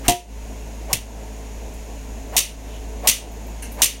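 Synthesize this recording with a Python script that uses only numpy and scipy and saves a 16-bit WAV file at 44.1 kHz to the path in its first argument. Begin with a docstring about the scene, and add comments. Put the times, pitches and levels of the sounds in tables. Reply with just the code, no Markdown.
"""A brief whoosh ends in a sharp crack: a thin rod strikes a wooden post under a deck, five times in all.
The first blow lands squarely and rings the post's modes; ground, joists and house wall reflect each crack.
The moving rod stirs the air, and faint handling ticks fall between swings. Behind them an air
conditioner hums in the yard, with a thin shrill and a light breeze. A limiter ducks after loud cracks."""
import sys
import numpy as np
from scipy import signal
from scipy.fft import rfft, irfft, next_fast_len
from scipy.io import wavfile
from scipy.ndimage import uniform_filter1d, minimum_filter1d, map_coordinates

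SR = 44100
rng = np.random.default_rng(int(sys.argv[2]) if len(sys.argv) > 2 else 0)


def log_audio(samples):
    """Write samples as a 16-bit WAV file to the path given in sys.argv[1]."""
    # one column per channel
    frames = np.atleast_2d(samples).T
    # limit to full scale, then quantise
    limited = np.clip(frames, -1, 1)
    pcm = np.round(limited * 32767).astype(np.int16)
    wavfile.write(sys.argv[1], SR, pcm)


N = 176400

# The five blows: t/s, crack level/dB, echo level/dB re crack, post ring level/dB, knock level/dB,
# whoosh level/dB, tip hiss level/dB re whoosh
BLOWS = [(0.0816, 1, -7, 2.5, -3, -38, 3), (.930, -8, -12.5, -46, -19.5, -26.5, -17),
         (2.366, -5.5, -1.5, -42, -39, -27.5, -13), (3.073, -4, -1.5, -35, -31, -25, -15.5),
         (3.819, -4.5, -0.5, -42, -30, -28, -12)]


def cracks():
    """Impact noise: a burst of spiky micro-contacts, whose early reflections add to it in power."""
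    contact_spectrum = [(88, -44), (150, -3), (445, -12), (681, -13.5), (912, -12.5), (1060, -4.5),
                        (1270, -31), (1870, -9), (2760, -3), (3350, -4), (3690, -4.5), (4930, -2),
                        (5990, 3), (6470, 1.5), (7000, -1), (12800, -3), (15500, -5.5)]  # f/Hz, relative spectral level/dB
    reflections = [(0.0123, -0.5), (0.0226, -3), (.039, -11)]  # from deck and walls: delay t/s, relative level/dB
    spikes = rng.standard_normal(N)
    spikes *= np.exp(0.4 * rng.standard_normal(N // 8 + 1).repeat(8)[:N])  # a new strength every 8 samples
    grain = unit(filtered(spikes, lambda hz: amp(along(contact_spectrum, hz)) * rod_colour(hz)))
    power = np.zeros(N)
    for s, db, echo_db, *_ in BLOWS:
        power += (amp(db) * slap(s)) ** 2
        for delay, loss_db in reflections:
            power += (amp(db + echo_db + loss_db) * slap(s + delay)) ** 2
    return grain * np.sqrt(power)


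def slap(s, hold_s=0.0043, t60_s=0.026):
    """Contact time: the envelope holds while the rod slaps along its length, then falls as it lets go."""
    t = clock() - s
    return (t >= 0) * amp(-60 * np.maximum(t - hold_s, 0) / t60_s)


def rod_colour(hz, half_width_hz=20):
    """Resonance: narrow peaks at the ringing partials, and one notch, colour every crack."""
    partials = [(2000, 8), (2860, 6), (3645, 6), (4527, 6), (5932, 4.5), (6191, -10.5), (6683, 2),
                (6972, 2.5), (7204, 9), (7597, 4), (8360, 3.5), (8660, 12), (8847, 7), (9147, 11),
                (9877, 6), (11811, 10)]  # f/Hz, relative level/dB
    return 1 + sum((amp(db) - 1) / (1 + ((hz - centre) / half_width_hz) ** 2) for centre, db in partials)


def deck_reverberation(gain_db=-2.5, rise_s=0.0021):
    """Reverberation: a diffuse field decays between joists and ground, the treble first."""
    bass_spectrum = [(100, -42), (600, -12)]  # f/Hz, relative spectral level/dB
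    upper_spectrum = [(710, -44), (1200, -18), (1460, -23), (1880, -12), (2830, -2), (3460, -6.5),
                      (5040, -9), (6110, -1), (7570, -9), (9680, -6.5), (15500, -14)]  # f/Hz, relative spectral level/dB
    decay_times = [(300, 0.34), (3000, 0.31), (7000, 0.28), (15000, 0.23)]  # f/Hz, T60/s
    out = np.zeros(N + SR)
    diffuse = unit(filtered(noise(bass_spectrum + upper_spectrum), rod_colour))
    for (s, db, echo_db, *_), piece in zip(BLOWS, np.array_split(diffuse, len(BLOWS))):
        hz, t, spectra = signal.stft(piece, SR, nperseg=256)
        decay = amp(-60 * t / along(decay_times, hz)[:, None])
        tail = signal.istft(spectra * decay, SR)[1]
        rise = 1 - np.exp(-np.arange(len(tail)) / SR / rise_s)
        out[round(s * SR):][:len(tail)] += amp(db + echo_db + gain_db) * rise * tail
    return out[:N]


def post(lag_s=0.00296, rise_s=0.0021, knock_t60_s=0.17):
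    """Free vibration: damped bending modes ring and dense upper modes knock, most on a square blow."""
    modes = [(362, -10, .24), (709, 0, .23), (963, -16, .24), (42, -7, .08), (104, -16, .2),
             (215, -16, .15), (253, -11, .14), (290, -5, .1), (535, -24, .25), (770, -12, .08),
             (861, -10, .09), (925, -13, .1)]  # f/Hz, relative level/dB, T60/s
    knock_spectrum = [(100, 11), (400, 0.5), (1000, -5.5), (1400, -14), (2000, -2), (3000, 3), (5000, -13),
                      (15000, -35)]  # f/Hz, relative spectral level/dB
    out, knocks = np.zeros(N + SR), np.zeros(N)
    t = np.arange(SR // 2) / SR
    ring = sum(amp(db - 60 * t / t60) * np.sin(2 * np.pi * hz * t) for hz, db, t60 in modes)
    ring *= 1 - np.exp(-t / rise_s)
    for s, _, _, ring_db, knock_db, *_ in BLOWS:
        out[round((s + lag_s) * SR):][:len(t)] += amp(ring_db) * ring
        knocks += amp(knock_db) * struck(s, rise_s, knock_t60_s)
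    return out[:N] + knocks * noise(knock_spectrum)


def swings(lead_s=0.0078, rise_s=0.026, fall_s=0.01, speed_up_s=0.042):
    """Flow noise: air rushes round the rod, louder and higher as it speeds up; the tip adds a hiss."""
    slow_spectrum = [(100, -12), (300, -6), (600, 11), (900, -7), (1300, -21.5), (2200, -8), (5000, -58),
                     (15000, -40)]  # f/Hz, relative spectral level/dB
    fast_spectrum = [(100, -53), (400, -15), (620, -0.5), (800, 6), (1080, 0.5), (1400, -21.5),
                     (2200, -15.5), (4000, -26.5), (15000, -28.5)]  # f/Hz, relative spectral level/dB
    tip_spectrum = [(600, -27), (1200, -3), (1700, -2), (2400, -4.5), (3500, -12.5), (8000, -17),
                    (15000, -18)]  # f/Hz, relative spectral level/dB
    slow, fast, tip = noise(slow_spectrum), noise(fast_spectrum), noise(tip_spectrum)
    out = np.zeros(N)
    for s, *_, db, tip_db in BLOWS:
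        t = clock() - s + lead_s
        swell = np.exp(-np.abs(t / np.where(t < 0, rise_s, fall_s)) ** 1.25)
        speed = np.clip(1 + t / speed_up_s, 0, 1)
        out += amp(db) * swell * (np.sqrt(1 - speed) * slow + np.sqrt(speed) * fast)
        out += amp(db + tip_db) * gaussian(s - 0.019, half_width_s=0.019) * tip
    backswing = gaussian(2.74, half_width_s=0.06) * band(3050, octaves=0.25)
    return out + amp(-49.5) * backswing


def thud(s=0.93, db=-24.5, hz=103):
    """Damped oscillation: one low sinusoid makes a dull bump that coincides with the second blow."""
    return amp(db) * struck(s, rise_s=0.005, t60_s=0.22) * np.sin(2 * np.pi * hz * (clock() - s))


def handling_ticks(rise_s=0.0012):
    """Light impacts: handling the rod excites faint clicks and one woody tap, as decaying noise bands."""
    ticks = [(1.735, -47, 10100, 0.54), (3.315, -48, 14000, .3), (3.466, -47, 14000, 0.36),
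             (3.622, -34, 9500, 0.26), (3.717, -39, 12000, 0.42)]  # t/s, level/dB, centre f/Hz, half-width/octaves
    tap_modes = [(1620, -4), (2180, -4), (2750, 0.5), (4200, -7), (6200, 0)]  # f/Hz, relative level/dB
    clicks = sum(amp(db) * struck(s, rise_s, t60_s=0.2) * band(hz, width) for s, db, hz, width in ticks)
    wood = unit(sum(amp(db) * band(hz, octaves=0.13) for hz, db in tap_modes))
    tap = amp(-36.5) * struck(3.623, rise_s, t60_s=0.29) * wood
    return clicks + tap


def air_conditioner(hum_hz=53.64, drift=0.0032):
    """Harmonic series over flow noise: the machine's wavering hum, with the rush of fan and outdoor air."""
    harmonics = [(1, -33), (2, -49.5), (3, -53.5), (4, -54), (5, -52.5), (8, -55), (12, -60)]  # harmonic number, level/dB
    air_spectrum = [(76, -14), (130, -12), (156, -3.5), (183, -5.5), (219, 4.5), (242, 0), (273, 1),
                    (289, -1), (391, -5.5), (440, 1.5), (487, -5.5), (583, -2.5), (698, -3), (819, -7.5),
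                    (905, -5), (1250, -19.5), (1650, -15.5), (1900, -16), (2670, -14), (3070, -19),
                    (4860, -22.5), (6690, -14.5), (7700, -23), (11700, -26), (15500, -31)]  # f/Hz, relative spectral level/dB
    cycles = np.cumsum(hum_hz * (1 + drift * wobble(3.11))) / SR
    hum = np.zeros(N)
    for k, db in harmonics:
        rms = amp(db + 0.67 * np.sqrt(k) * wobble(4.82))
        hum += rms * np.sqrt(2) * np.sin(2 * np.pi * (round(k) * cycles + rng.random()))
    air = amp(-40.5) * noise([(40, -12)] + air_spectrum)
    low_air = filtered(air, lambda hz: 1 / (1 + (hz / 1000) ** 4))
    flutter = amp(1.6 * wobble(12)) - 1
    return hum + air + flutter * low_air


def shrill(hz=6870, db=-58.5):
    """Narrow-band noise: a faint, nearly steady pitch, like far insects."""
    return amp(db + 1.5 * wobble(3)) * band(hz, octaves=0.044)


def breeze():
    """Turbulent pressure: a light breeze on the microphone makes a low, uneven rumble."""
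    gusts = [(0, -46), (1.48, -52.5), (1.6, -37.5), (1.76, -42), (1.95, -43), (2.198, -43), (2.4, -44),
             (4, -50)]  # t/s, level/dB
    rumble_spectrum = [(10, -14), (32, 1.5), (50, 0), (90, -7), (130, -27), (300, -61)]  # f/Hz, relative spectral level/dB
    level_db = np.interp(clock(), *np.transpose(gusts)) + 2 * wobble(10)
    return amp(level_db) * noise(rumble_spectrum)


def amp(db):
    """Amplitude ratio of a level in decibels."""
    return 10 ** (np.asarray(db) / 20)


def unit(x):
    """Normalisation to rms 1."""
    return x / np.sqrt(np.mean(x ** 2) + 1e-20)


def along(points, hz):
    """Interpolation of (f/Hz, value) points on a logarithmic frequency axis."""
    f, values = np.transpose(points)
    return np.interp(np.log(hz + 1), np.log(f + 1), values)


def clock():
    """Time t/s at each sample."""
    return np.arange(N) / SR


def wobble(rate):
    """Random modulation: a smooth curve with rate knots a second."""
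    return map_coordinates(rng.standard_normal(int(N * rate / SR) + 4), [clock() * rate])


def filtered(x, response):
    """Linear filtering: the spectrum of x times a frequency response."""
    size = next_fast_len(N + 8192)
    return irfft(rfft(x, size) * response(np.fft.rfftfreq(size, 1 / SR)), size)[:N]


def noise(spectrum):
    """Coloured noise of rms 1, shaped by (f/Hz, level/dB) points."""
    return unit(filtered(rng.standard_normal(N), lambda hz: amp(along(spectrum, hz))))


def band(centre_hz, octaves):
    """Band-pass noise of rms 1; the amplitude halves at the given octaves from the centre."""
    white = rng.standard_normal(N)
    return unit(filtered(white, lambda hz: 1 / (1 + (np.log2((hz + 1) / centre_hz) / octaves) ** 2)))


def struck(s, rise_s, t60_s):
    """Exponential damping: an envelope that starts at s, rises and dies away."""
    t = np.maximum(clock() - s, 0)
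    return (1 - np.exp(-t / rise_s)) * amp(-60 * t / t60_s)


def gaussian(s, half_width_s):
    """A Gaussian envelope that peaks at s and falls to 1/e a half-width away."""
    return np.exp(-((clock() - s) / half_width_s) ** 2)


def scene():
    """Superposition: all sources add at one microphone."""
    blows = cracks() + deck_reverberation() + post() + thud() + swings()
    return (blows + handling_ticks() + air_conditioner() + shrill() + breeze())[None]


def record(dry, limit_db=-7, hold_s=0.18, release_s=0.053, ceiling=0.8, top_hz=15800):
    """Limiting: the gain ducks at once, holds and recovers; soft clipping and a low-pass follow."""
    x = dry[0]
    level_db = 10 * np.log10(np.abs(uniform_filter1d(x ** 2, size=90)) + 1e-12)
    needed_gain_db = np.minimum(limit_db - level_db, 0)
    half_hold = int(hold_s * SR / 2)
    held_db = -minimum_filter1d(needed_gain_db, 2 * half_hold + 1, origin=half_hold, mode="constant")
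    recovery = np.exp(clock() / release_s)
    duck_db = np.maximum.accumulate(held_db * recovery) / recovery  # each dip relaxes exponentially
    x = x * amp(-uniform_filter1d(duck_db, size=45))
    x = x / (1 + np.abs(x / ceiling) ** 6) ** (1 / 6)  # peaks round off
    return filtered(x, lambda hz: hz < top_hz)[None]


dry = scene()
out = record(dry)
log_audio(out)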